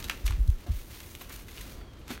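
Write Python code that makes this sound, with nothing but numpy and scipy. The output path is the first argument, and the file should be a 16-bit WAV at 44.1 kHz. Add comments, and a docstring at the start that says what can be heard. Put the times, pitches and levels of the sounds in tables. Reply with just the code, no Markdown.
"""Folded paper sheets are shaken open in one hand, close to the microphone, over a workbench in a small room.
First creases snap and crumple, and the flapping sheets push low puffs of air at the microphone.
Then the sheets slide over each other, with more snaps and, late on, two faint squeaks.
At the end a soft bump on the bench comes with a last rustle. The room rumbles quietly throughout."""
import sys
import numpy as np
from scipy import signal
from scipy.fft import rfft, irfft
from scipy.io import wavfile
from scipy.ndimage import uniform_filter1d

SR = 44100
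rng = np.random.default_rng(int(sys.argv[2]) if len(sys.argv) > 2 else 0)


def to_wav(sig):
    """Store sig (one row per channel, or 1-D mono) as 16-bit WAV at the path in sys.argv[1].

    Samples outside -1..1 are clipped; the rate is SR.
    """
    pcm = np.clip(np.atleast_2d(sig), -1, 1) * 32767
    pcm = np.round(pcm).astype(np.int16)
    wavfile.write(sys.argv[1], SR, pcm.T)  # frames by channels


N = 97020
T = np.arange(N) / SR

# the tone colour of snapping and crumpling paper: frequency_hz, level_db
PAPER_SPECTRUM = [(150, -2), (750, -1.5), (1300, 1), (3900, 0), (4900, -5), (5900, -3), (10400, -9.5),
                  (11700, -3.5), (15500, -17)]


def amp(db):
    """Turn decibels into a number to multiply by."""
    return 10 ** (np.asarray(db) / 20)


def unit(x):
    """Scale a signal to an average strength (rms) of 1."""
    return x / np.sqrt(np.mean(x ** 2))


def curve_db(points, hz):
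    """Read a spectrum's level at the given frequencies."""
    f, db = np.array(points).T
    return np.interp(np.log(hz), np.log(f), db)


def shape(x, response):
    """Filter a sound; response gives the gain in dB for each frequency."""
    hz = np.maximum(np.fft.rfftfreq(len(x), 1 / SR), 1)
    return irfft(rfft(x) * amp(response(hz)), len(x))


def grains(size, per_s, spread_db):
    """Random tiny clicks, many weak and a few strong."""
    strength = amp(spread_db * np.minimum(rng.exponential(size=size), 6))
    return (rng.random(size) < per_s / SR) * strength * rng.choice([-1, 1], size)


def flutter(size, depth_db):
    """A gain that wobbles quickly and randomly, like an uneven motion."""
    wobble = shape(rng.standard_normal(size), lambda f: -20 * np.log10(1 + (f / 90) ** 2))
    return amp(depth_db * unit(wobble))


def steady(x, size):
    """Even out the chance swells of a noise."""
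    return x / np.sqrt(uniform_filter1d(x ** 2, size))


def burst(envelope, response):
    """A short noise under a loudness curve, its spectrum evened out and then coloured."""
    spectrum = rfft(rng.standard_normal(len(envelope)) * envelope)
    even = irfft(spectrum / np.sqrt(uniform_filter1d(np.abs(spectrum) ** 2, 25)))
    return unit(shape(even, response)) * np.sqrt(np.mean(envelope ** 2))


def rumble():
    """Low room noise that swells and sinks a little, and a faint hum."""
    # the tone colour of the noise: frequency_hz, level_db
    spectrum = [(20, 1.5), (45, 8), (110, 0.5), (150, -5.5), (340, -7.5), (750, -19), (1300, -20),
                (3200, -31.5), (9000, -40.5), (16000, -46)]
    # its loudness over time: time_s, level_db
    levels = [(0, -39), (.2, -44.5), (.6, -48), (1.55, -46), (1.73, -42.5), (1.92, -46)]
    hum_hz, hum_db = 338, -68.5
    noise = unit(shape(rng.standard_normal(N), lambda f: curve_db(spectrum, f)))
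    hum = amp(hum_db) * np.sqrt(2) * np.sin(2 * np.pi * hum_hz * T)
    return amp(np.interp(T, *np.array(levels).T)) * noise + hum


def room(x, size=16384):
    """Add short, slightly dull echoes from the bench and walls."""
    # the tone colour of the echoes: frequency_hz, level_db
    spectrum = [(100, 1), (3000, -1), (16000, -4)]
    echo_db, gap_s, fade_60db_s = -10, 0.0044, 0.26
    t = np.arange(size) / SR
    tail = shape(rng.standard_normal(size), lambda f: curve_db(spectrum, f))
    tail *= np.exp(-np.log(1000) * t / fade_60db_s) * (t > gap_s)
    return x + amp(echo_db) * signal.fftconvolve(x, tail / np.sqrt(np.sum(tail ** 2)))[:N]


def bench_bump():
    """A soft, scuffing knock that dies quickly in the wooden bench."""
    # how the wood answers a knock: frequency_hz, level_db
    spectrum = [(90, -17), (160, -4), (245, -0.5), (420, -10), (750, -19), (3000, -39)]
    start_s, level_db, rise_s, fade_60db_s = 2.101, -33.5, 0.0021, 0.15
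    t = np.maximum(T - start_s, 0)
    wood = steady(shape(rng.standard_normal(N), lambda f: curve_db(spectrum, f)), size=661)
    return amp(level_db) * wood * (1 - np.exp(-t / rise_s)) * np.exp(-np.log(1000) * t / fade_60db_s)


def edge_squeaks():
    """As the sliding slows, the paper's edge sticks and slips in thin, wavering, sinking tones."""
    # squeaks of the edge: peak_s, half_length_s, pitch_hz, peak_db
    squeaks = [(1.82, 0.06, 4620, -65.5), (1.892, 0.12, 3260, -64)]
    sag_per_s, waver_depth = 0.45, 0.02  # both as fractions of the pitch
    out = np.zeros(N)
    for peak_s, half_s, pitch_hz, peak_db in squeaks:
        waver = unit(uniform_filter1d(rng.standard_normal(N), size=90))
        pitch = pitch_hz * np.exp(-sag_per_s * (T - peak_s)) * (1 + waver_depth * waver)
        swell = amp(peak_db) * np.exp(-((T - peak_s) / half_s) ** 2)
        out += swell * np.sin(2 * np.pi * np.cumsum(pitch) / SR)
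    return out


def sliding_sheets():
    """Sheet rubs unevenly on sheet, and thousands of catching fibres blur into a hiss."""
    # loudness of the rubbing, below and above split_hz: time_s, body_db, treble_db
    levels = [(0, -52, -51), (.22, -61, -61.5), (.34, -55, -62.5), (.41, -64.5, -58.5), (.64, -60.5, -64),
              (.745, -54.5, -53.5), (.85, -63.5, -57.5), (.94, -52, -51.5), (1.06, -57, -52.5),
              (1.14, -59.5, -55), (1.27, -61, -59), (1.325, -52.5, -47.5), (1.40, -55, -54),
              (1.46, -64, -61.5), (1.50, -56.5, -55.5), (1.61, -52, -52.5), (1.75, -57.5, -56.5),
              (1.84, -67.5, -74), (2.07, -64, -79), (2.13, -46.5, -46.5), (2.2, -67, -79)]
    # its tone colour: frequency_hz, level_db
    spectrum = [(200, -9.5), (1300, -2.5), (2200, 1.5), (4200, -0.5), (4900, -3.5), (6300, -3), (7800, -8),
                (9600, -5.5), (10400, -9.5), (11600, -5), (15500, -5.5)]
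    split_hz = 6300
    time_s, body_db, treble_db = np.array(levels).T
    rub = shape(grains(N, per_s=10000, spread_db=2), lambda f: curve_db(spectrum, f))
    lows = shape(rub, lambda f: -20 * np.log10(1 + (f / split_hz) ** 6))
    body = unit(lows) * amp(np.interp(T, time_s, body_db))
    treble = unit(rub - lows) * amp(np.interp(T, time_s, treble_db))
    return flutter(N, depth_db=2.37) * (body + treble)


def air_puffs():
    """Each flap shakes the sheet, then pushes a brief, low, sinking wave of air at the microphone."""
    # puffs from the flapping sheets: peak_s, peak_db, pitch_hz, half_length_ms
    puffs = [(0.253, -19.5, 53, 10.6), (.274, -21.5, 45, 22), (0.31, -20, 60.6, 9.6),
             (0.348, -21, 47.3, 22), (0.407, -14.5, 53.5, 11), (0.428, -20.5, 49.8, 32.3),
             (0.494, -9.5, 57, 6.2), (0.53, -22, 37, 37), (.708, -18.5, 64.4, 13.5), (0.763, -29, 43.8, 56),
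             (1.818, -35.5, 41.4, 17)]
    sag_per_s = 23  # how fast the pitch falls, relative to itself
    flap_db, flap_hz, flap_lead_s = -37, 150, 0.011
    air, flap_swells = np.zeros(N), np.zeros(N)
    for peak_s, peak_db, pitch_hz, half_ms in puffs:
        half_s = half_ms / 1000
        t = np.arange(-4 * half_s, 4 * half_s, 1 / SR)
        cycles = pitch_hz * (1 - np.exp(-sag_per_s * t)) / sag_per_s
        swell = amp(peak_db) * np.exp(-(t / half_s) ** 2)
        add(air, peak_s + t[0], swell * np.cos(2 * np.pi * cycles))
        add(flap_swells, peak_s + t[0] - flap_lead_s, swell)
    flap = shape(rng.standard_normal(N), lambda f: -9 * np.log2(f / flap_hz) ** 2)
    return air + amp(flap_db) * flap_swells * steady(flap, size=882)


def crumpling_folds(size=8192):
    """A fold gives way by jerks, in a swelling and fading cloud of fibre clicks."""
    # folds giving way: peak_s, rise_ms, fall_ms, level_db, treble_tilt_db_per_octave
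    folds = [(.050, 2.9, 5, -40.5, 1), (.118, 35, 18, -46.5, -1), (0.2665, 5.4, 3.3, -30, 2),
             (.288, 8.3, 30, -47, -0.5), (1.213, 4.4, 15, -41, -2), (1.219, 3.5, 5, -34, 22),
             (1.305, 5.1, 15, -45, -5), (1.994, 4.4, 24, -64, 4), (2.110, 15.5, 11, -37.5, -2)]
    out = np.zeros(N)
    t = (np.arange(size) - size // 2) / SR
    ms = t * 1000
    for peak_s, rise_ms, fall_ms, level_db, tilt in folds:
        clicks = grains(size, per_s=5300, spread_db=1.5)
        cloud = shape(clicks, lambda f: curve_db(PAPER_SPECTRUM, f) + tilt * np.log2(np.maximum(f, 1500)))
        cloud = unit(cloud * flutter(size, depth_db=0.5))
        swell = np.exp(np.minimum(ms / rise_ms, -ms / fall_ms))
        add(out, peak_s + t[0], amp(level_db) * cloud * swell)
    return out


def snapping_creases(size=2048):
    """A crease pops through: a sharp crack and the brief, partly pitched ring of the paper beside it."""
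    # creases popping: start_s, level_db, pitch_hz, ring_decay_ms, crack_db (relative to the ring)
    snaps = [(0.0262, -35.5, 3950, 2, -23), (0.0421, -35.5, 3840, 3.5, 1), (0.085, -34, 1490, 1.0, -2),
             (0.097, -24.5, 2610, 3.3, -4.5), (0.0971, -28.5, 1410, 4.5, -25),
             (0.1104, -35, 2770, 4.5, -11), (0.2782, -31.5, 2370, 4.8, -3.5), (0.3077, -35.5, 1040, 3, -1),
             (0.3234, -30, 2040, 0.89, -25), (0.4765, -50.5, 4100, 3.1, 7), (.5010, -48.5, 3540, 2.4, 3),
             (.6640, -46, 546, 18, -19), (1.0034, -43.5, 2200, 2.8, 5.5), (1.1511, -35, 2510, 0.99, -0.5),
             (1.4834, -46.5, 2000, 11, -1), (1.5754, -37.5, 3000, 1.1, -9), (1.5810, -36, 2660, 1.1, -8),
             (1.6118, -42.5, 3420, 2.1, 4), (1.8135, -43, 1070, 2.5, -30), (2.0796, -43.5, 2650, 3.7, 0.5),
             (2.1380, -45, 2200, 1.5, 2), (2.1770, -36.5, 1640, 1.1, -15)]
    ring_width_octaves, tone_db = 0.81, -6
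    out = np.zeros(N)
    t = (np.arange(size) - size // 10) / SR
    fade = lambda decay_s: (t >= 0) * np.exp(-np.abs(t) / decay_s)
    for start_s, level_db, pitch_hz, decay_ms, crack_db in snaps:
        ring_s = decay_ms / 1000
        crack_s = np.sqrt(0.0012 * ring_s)  # a longer ring has a longer crack
        near_pitch = lambda f: -20 * np.log10(1 + (np.log2(f / pitch_hz) / ring_width_octaves) ** 2)
        above_pitch = lambda f: 1.9 * np.log2(f) - 20 * np.log10(1 + (pitch_hz / f) ** 4)
        ring = burst(fade(ring_s), lambda f: curve_db(PAPER_SPECTRUM, f) + near_pitch(f))
        tone = fade(ring_s) * np.sin(2 * np.pi * pitch_hz * t)
        crack = burst(fade(crack_s), lambda f: curve_db(PAPER_SPECTRUM, f) + above_pitch(f))
        add(out, start_s + t[0], amp(level_db) * (ring + amp(tone_db) * tone + amp(crack_db) * crack))
    return out


def scene():
    """Paper and bench echo in the room; the puffs and the rumble are added without echo."""
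    paper = snapping_creases() + crumpling_folds() + sliding_sheets() + edge_squeaks()
    return (room(paper + bench_bump()) + air_puffs() + rumble())[None]


def record(dry):
    """Drop the deepest bass and cut the highest treble."""
    bottom_hz, top_hz = 16, 15800
    trimmed = signal.sosfiltfilt(signal.butter(2, bottom_hz, "high", fs=SR, output="sos"), dry)
    return signal.sosfilt(signal.ellip(10, .2, 70, top_hz, fs=SR, output="sos"), trimmed)


def add(out, start_s, x):
    """Mix a short sound in at the given time."""
    i = int(round(start_s * SR))
    lo, hi = max(i, 0), min(i + len(x), N)
    out[lo:hi] += x[lo - i:hi - i]


dry = scene()
out = record(dry)
to_wav(out)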